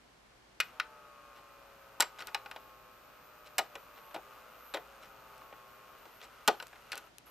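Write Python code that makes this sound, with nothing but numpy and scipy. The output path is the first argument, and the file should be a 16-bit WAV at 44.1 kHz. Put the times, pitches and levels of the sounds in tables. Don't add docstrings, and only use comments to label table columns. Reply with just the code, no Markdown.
import sys
import numpy as np
from scipy import signal
from scipy.fft import rfft, irfft, next_fast_len
from scipy.io import wavfile
from scipy.ndimage import map_coordinates

SR = 44100
rng = np.random.default_rng(int(sys.argv[2]) if len(sys.argv) > 2 else 0)


def wrap_up_sound(samples):
    columns = np.atleast_2d(samples).T
    tamed = np.clip(columns, -1, 1)
    steps = np.round(tamed * 32767).astype(np.int16)
    wavfile.write(sys.argv[1], SR, steps)


def to_linear_factor(level_db):
    exponent = np.asarray(level_db, float) / 20
    return 10 ** exponent


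N = 321930


def rms_one(x):
    return x / np.sqrt(np.mean(x ** 2) + 1e-20)


def in_time(rows):
    times, values = np.transpose(rows)
    return np.interp(np.arange(N) / SR, times, values)


def at_hz(points, hz):
    point_hz, values = np.transpose(points)
    return np.interp(np.log(hz + 1e-9), np.log(point_hz), values)


def shaped(x, points):
    size = next_fast_len(N)
    gain = to_linear_factor(at_hz(points, np.fft.rfftfreq(size, 1 / SR)))
    return rms_one(irfft(rfft(x, size) * gain, size)[..., :N])


def drift(rate):
    knots = rng.standard_normal(int(8 * rate) + 3)
    return map_coordinates(knots, [np.arange(N) / SR * rate], order=3)


def sides(x, pan_db):
    lag = 0.75
    left = lag * np.roll(x, 1) + (1 - lag) * x
    return np.array([left * to_linear_factor(pan_db / 2), x * to_linear_factor(-pan_db / 2)])


def gate(start, end, fade):
    t = np.arange(N) / SR
    return np.clip(np.minimum(t - start, end - t) / fade, 0, 1)


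# (frequency [Hz], relative level [dB per Hz])
AIR_COLOUR = [(12, -31), (20, -16), (43, -3), (90, -10), (112, -6.5), (294, -4.5), (481, -6), (650, -4.5),
              (706, -5), (1740, -9), (1890, -10), (4680, -16.5), (14000, -31)]
# (frequency [Hz], likeness [0 to 1])
AIR_LIKENESS = [(60, 0.87), (200, 0.51), (640, .15), (3000, 0.084)]
# (frequency [Hz], width [Hz], level before a 1 dB lift [dB])
HUMS = [(55.8, 2.94, -76), (119, 1.7, -79)]


def air():
    hz = np.fft.rfftfreq(N, 1 / SR)
    alike = np.clip(at_hz(AIR_LIKENESS, hz), 0, 1)
    mid, side = rfft(rng.standard_normal((2, N)))
    pair = irfft(np.sqrt(1 + alike) * mid + np.sqrt(1 - alike) * side * [[1], [-1]], N)
    out = to_linear_factor(-62) * shaped(pair, AIR_COLOUR)
    for hum_hz, width, hum_db in HUMS:
        phase = np.cumsum(hum_hz + 0.3 * width * drift(width)) / SR
        level = to_linear_factor(hum_db + 1 + 2.0 * drift(2.17))
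        out += sides(level * np.sin(2 * np.pi * phase), 3.8)
    return out


# (frequency [Hz], relative level [dB], time to fall 60 dB [s])
BODY = [(253, -56, 0.026), (392, -34, 0.28), (563.5, -5, 0.068), (686, -19.5, 0.016), (821, 0.5, 0.052),
        (895, -6.5, 0.1), (1243, -2, 0.09), (1315, -11, 0.053), (1470, 4.5, 0.051), (1987, 0, 0.077),
        (2120, 3.5, 0.01), (2470, 11.5, 0.016), (2340, -18, 0.0099), (2882, 16, 0.0067), (3960, 9, 0.018),
        (5465, 5, 0.021), (7630, 4, 0.029)]
# (frequency [Hz], relative level [dB], time to fall 60 dB [s])
PANELS = [(196, -31, 0.076), (400, -14, 0.13), (800, -8.5, 0.066), (1840, -3.5, 0.048), (4000, -0.5, 0.036),
          (7700, -2.5, 0.011), (15100, 2.5, 0.017)]


def chassis_modes():
    crowd = np.geomspace(200, 15000, 160) * (1 + .01 * rng.standard_normal(160))
    body_hz, body_db, body_t60 = np.transpose(BODY)
    panels = np.array(PANELS)
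    hz = np.append(body_hz, crowd)
    mode_db = np.append(body_db, at_hz(panels[:, :2], crowd))
    t60 = np.append(body_t60, at_hz(panels[:, ::2], crowd))
    t = np.arange(SR // 6) / SR
    decay = to_linear_factor(mode_db[:, None] - 60 * t / t60[:, None])
    return hz, np.sin(2 * np.pi * hz[:, None] * t) * decay


def blow(rings, hz, ring_hz, low_db, high_db):
    colour = at_hz([(300, low_db - 3), (700, low_db), (1500, -10), (3500, -7 + 0.37 * high_db),
                    (7000, high_db)], hz)
    colour += 9.0 * np.exp(-(np.log2(hz / ring_hz) / 0.16) ** 2)
    scatter_db = 2.5 * rng.standard_normal(len(hz))
    strength = to_linear_factor(colour + scatter_db) * rng.choice([-1, 1], len(hz))
    t = np.arange(300) / SR
    touches = 0.18 * rng.standard_normal(300) ** 3 / 10 * np.exp(-t / 0.00356)
    touches[0] = 1
    return signal.fftconvolve(strength @ rings, touches)


# (time [s], peak level before panning and bass cut [dB], strongest ring [Hz],
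# low share [dB], high share of the first blow [dB], shudder [s])
CLACKS = [(0.602, -11, 2570, -31.5, -11.5, .009), (0.799, -16, 1320, -25.5, -21, 0.0037),
          (2.0, -21, 910, 1.5, -10, 0.0028), (2.005, -7.5, 7630, -16, -5, 0.0041),
          (2.022, -19.5, 1030, -9.5, -8, 0.0057), (2.346, -19.5, 875, -14, -13.5, 0.0029),
          (2.46, -33.5, 875, -12.5, -24, 0.0017), (2.513, -30.5, 864, -11, -18.5, 0.0014),
          (2.562, -32.5, 880, -11, -22, 0.0021), (3.582, -14.5, 1730, -14, -3, 0.0054),
          (3.588, -17.5, 686, -1.5, -6.5, 0.0078), (3.754, -30.5, 533, -7, -17.5, 0.0021),
          (4.11, -47, 1091, -4, -16, 0.0027), (4.144, -29.5, 650, -2, -16.5, .012),
          (4.162, -29, 872, 1, -20.5, .008), (4.739, -27.5, 3960, -2, -15, .006),
          (4.744, -25.5, 705, -1, -14.5, 0.031), (5.414, -43, 1090, -7, -42, 0.0017),
          (5.526, -38, 1445, 0.5, -27, 0.0018), (6.055, -43, 1320, 3, -14, 0.0018),
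          (6.477, -8, 1350, -9.5, -5.5, 0.0029), (6.481, -10.5, 786, -2, -14.5, .005),
          (6.6, -30, 1470, -11, -20, 0.0024), (6.625, -33.5, 1210, -1.5, -9.5, 0.0017),
          (6.73, -42, 1470, -7, -20, 0.0022), (6.756, -47.5, 845, -30, -23, .002),
          (6.919, -25, 4570, -21, -10, 0.0032), (6.929, -27, 1680, -10.5, -15, .003),
          (6.977, -31, 1500, -20, 5, 0.0019)]


def clacks(rings, hz):
    out = np.zeros((2, N + SR))
    for s, peak_db, ring_hz, low_db, high_db, shudder in CLACKS:
        clack = np.zeros(SR // 4)
        for k in range(5):
            again = k > 0
            hit = blow(rings, hz, ring_hz, low_db, high_db - 8 * again)
            uneven = 1 + .1 * np.tanh(rng.standard_normal())
            late = round(shudder * k / 4 * uneven * SR)
            clack[late:late + len(hit)] += hit * to_linear_factor((-3.5 - 1.1 * k) * again)
        cut_hz = np.clip(190 * to_linear_factor(-0.34 * low_db), 50, 1200)
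        clack = signal.lfilter(*signal.butter(2, cut_hz, "high", fs=SR), clack)
        pan_db = 2.0 - 0.16 * max(high_db + 9.5, 0)
        at = round(s * SR)
        out[:, at:at + len(clack)] += to_linear_factor(peak_db) * sides(clack / np.abs(clack).max(), pan_db)
    return out[:, :N]


def room(x):
    t = np.arange(SR // 3) / SR
    white = rng.standard_normal((3, len(t)))
    tail = signal.lfilter(*signal.butter(1, 3770.0, fs=SR), white[0] + 0.58 * white[1:])
    tail = tail * to_linear_factor(-60 * t / 0.18) * (t > .004)
    tail = tail / np.sqrt(np.sum(tail ** 2) / 2)
    return to_linear_factor(-18) * signal.fftconvolve(x, tail, axes=1)[:, :N]


# (time [s], level [dB])
WHIR = [(0.62, -54.5), (0.77, -61), (1.83, -60.5), (2.07, -60.5), (2.2, -55), (2.57, -59.5), (2.8, -62),
        (3.28, -61), (4.12, -56), (5.42, -57), (5.53, -58.5), (6.312, -56.5), (6.54, -56), (6.72, -56),
        (7.075, -56), (7.11, -75), (7.25, -77), (7.265, -57.5), (7.3, -57)]


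def whir_db():
    return in_time([(.6, -110)] + WHIR)


# (frequency [Hz], relative level [dB per Hz])
WHIR_COLOUR = [(150, -42), (250, -32), (420, -4.5), (620, -0.5), (850, -3), (1090, 1.5), (1170, 2),
               (1270, 5.5), (1400, 2), (1750, -8), (2600, -8), (3500, -15), (6000, -21.5), (6700, -34.5),
               (8500, -27), (10500, -24), (11900, -23), (13200, -24), (14500, -11)]


def gear_noise():
    white = rng.standard_normal((3, N))
    noise = shaped(white[0] + 0.27 * white[1:], WHIR_COLOUR)
    return to_linear_factor(whir_db() + .7 * drift(9.0)) * noise * to_linear_factor([[0], [-1.5]])


# (frequency [Hz], level at median gear loudness before panning [dB], time to fall 60 dB [s])
BRUSH = [(2830, -74, 0.009), (6800, -79.5, 0.0038), (8500, -84, 0.0067), (12000, -75.5, 0.0034)]


def brushes(turns):
    gaps = np.diff(np.floor(2 * turns), prepend=0)
    out = 0
    for hz, ring_db, t60 in BRUSH:
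        kicks = gaps * to_linear_factor(2.0 * rng.standard_normal(N)) + 1e-18
        r, w = to_linear_factor(-60 / (t60 * SR)), 2 * np.pi * hz / SR
        ring = signal.lfilter([0, 1], [1, -2 * r * np.cos(w), r * r], kicks)
        out = out + to_linear_factor(ring_db) * rms_one(ring)
    loudness_db = whir_db()
    return sides(to_linear_factor(loudness_db - np.median(loudness_db)) * out, 0.77)


# (time [s], speed [turns per s])
SHAFT = [(0.65, 70), (0.9, 67.6), (1.2, 64.58), (1.44, 63.12), (1.9, 60.54), (2.6, 57.4), (3.24, 55.42),
         (3.84, 54.1), (4.1, 52), (4.29, 58.74), (4.7, 54), (4.89, 61.34), (5.49, 57.72), (5.79, 56.7),
         (5.92, 57), (6.33, 64)]
USUAL_TURNS = 58


def shaft():
    speed = in_time(SHAFT)
    return speed, np.cumsum(speed) / SR


# (frequency [Hz], width [Hz], relative level [dB])
MOUNT = [(408, 27, -6.5), (565, 140, -2), (773, 72, -8), (880, 42, 1), (1096, 73, 0.5), (1238, 110, 0),
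         (1450, 430, -8.5), (2470, 170, -11.5)]
# (from [s], to [s])
SHAFT_TONES_ON = (.63, 6.1)


def shaft_tones(speed, turns):
    tones = 0
    for order in range(5, 48):
        hz = order * speed[::64]
        power = sum(to_linear_factor(2 * mount_db) / (1 + (2 * (hz - mount_hz) / width) ** 2) ** 2
                    for mount_hz, width, mount_db in MOUNT)
        even_db = -14.0 * (order % 2 == 0)
        gain = np.repeat(np.sqrt(power), 64)[:N] * to_linear_factor(even_db + 1.5 * drift(2.85))
        tones = tones + gain * np.sin(2 * np.pi * (order * turns + rng.random()))
    level = to_linear_factor(-59.5 + .2 * (speed - USUAL_TURNS))
    return gate(*SHAFT_TONES_ON, .15) * level * sides(rms_one(tones), 2.5)


# (time of the lowest pitch [s], depth [Hz], strain [s], recovery [s])
SURGES = [(.645, 1895, 0.018, .035), (4.116, 1800, 0.16, 0.049), (4.69, 1970, 0.13, 0.047),
          (6.145, 1340, 0.099, 0.076), (6.57, 2640, 0.073, .05), (7.267, 3060, 0.025, 0.086)]


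def sag_khz():
    out = 0
    strain_share = .33
    for s, depth_hz, strain, recovery in SURGES:
        t = np.arange(N) / SR - s
        slow = strain_share * np.exp(-(t / strain) ** 4)
        plunge = (1 - strain_share) * np.exp(-(t / (strain * .38)) ** 2)
        after = np.exp(-(t / recovery) ** 2)
        out = out + depth_hz / 1000 * np.where(t < 0, slow + plunge, after)
    return out


# (from [s], to [s])
WHINE_ON = [(.64, 6.66), (7.256, 8.8)]


def supply(speed, turns):
    sag = sag_khz()
    faster = speed - USUAL_TURNS
    ripple = np.sin(4 * np.pi * turns)
    hz = 13990 + 55 * faster - 1000 * sag + 197.0 * ripple + 30.0 * drift(280.0)
    tone = np.sqrt(2) * (1 + 0.57 * ripple) * np.sin(2 * np.pi * np.cumsum(hz) / SR)
    level_db = -67.5 + 3 * sag - 0.2 * faster + 2.0 * drift(19.0)
    on = sum(gate(start, end, 0.0034) for start, end in WHINE_ON)
    return sides(on * to_linear_factor(level_db) * tone, 0.0)


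# (start [s], length [s], rms level before panning and bass cut [dB], brightness [Hz])
RUBS = [(1.349, 0.048, -61, 4000), (2.178, 0.052, -45.5, 4000), (2.267, 0.029, -49, 2510),
        (3.452, 0.031, -57, 9000), (3.946, 0.059, -59.5, 1500), (5.013, 0.055, -58, 4500),
        (6.204, 0.056, -53.5, 4000), (6.926, 0.072, -51, 2500)]


def rubs(rings, hz):
    out = np.zeros(N + SR)
    for start, length, rub_db, bright_hz in RUBS:
        slide = np.zeros(N + SR)
        for share in np.arange(12) / 12:
            at = round((start + length * (share + .03 * rng.standard_normal())) * SR)
            touch = rng.standard_normal(len(hz)) / np.hypot(1, hz / bright_hz) @ rings
            swell = np.sin(np.pi * (share + 0.016)) ** .5
            slide[at:at + len(touch)] += touch * swell * to_linear_factor(2.0 * rng.standard_normal())
        out += to_linear_factor(rub_db) * slide / np.sqrt(np.sum(slide ** 2) / round(length * SR))
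    return sides(out[:N], 2.1)


# (time [s], peak level before panning and bass cut [dB], left over right [dB])
TICKS = [(2.2715, -24.5, 9), (5.38, -41.5, 6), (6.2434, -44, 14), (6.669, -36, 0.5), (6.6817, -42.5, 3),
         (6.9553, -26, -0.5), (7.1835, -30.5, 7.5)]


def ticks():
    out, t = np.zeros((2, N)), np.arange(600) / SR
    for s, peak_db, pan_db in TICKS:
        burst = rng.standard_normal(600) * np.exp(-t / 0.001)
        burst = signal.lfilter(*signal.butter(2, 1500.0, "high", fs=SR), burst)
        at = round(s * SR)
        out[:, at:at + 600] += to_linear_factor(peak_db) * sides(burst / np.abs(burst).max(), pan_db)
    return out


def scene():
    speed, turns = shaft()
    hz, rings = chassis_modes()
    hits = clacks(rings, hz) + rubs(rings, hz) + ticks()
    hits = signal.sosfilt(signal.butter(2, 170.0, "high", fs=SR, output="sos"), hits)
    motor = gear_noise() + brushes(turns) + shaft_tones(speed, turns)
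    return air() + hits + room(hits) + motor + supply(speed, turns)


def low_pass(x):
    return signal.sosfilt(signal.butter(12, 15420, fs=SR, output="sos"), x)


def record(dry):
    mix = signal.sosfilt(signal.ellip(8, .5, 36, 14220, fs=SR, output="sos"), dry)
    return low_pass(mix)


dry = scene()
out = record(dry)
wrap_up_sound(out)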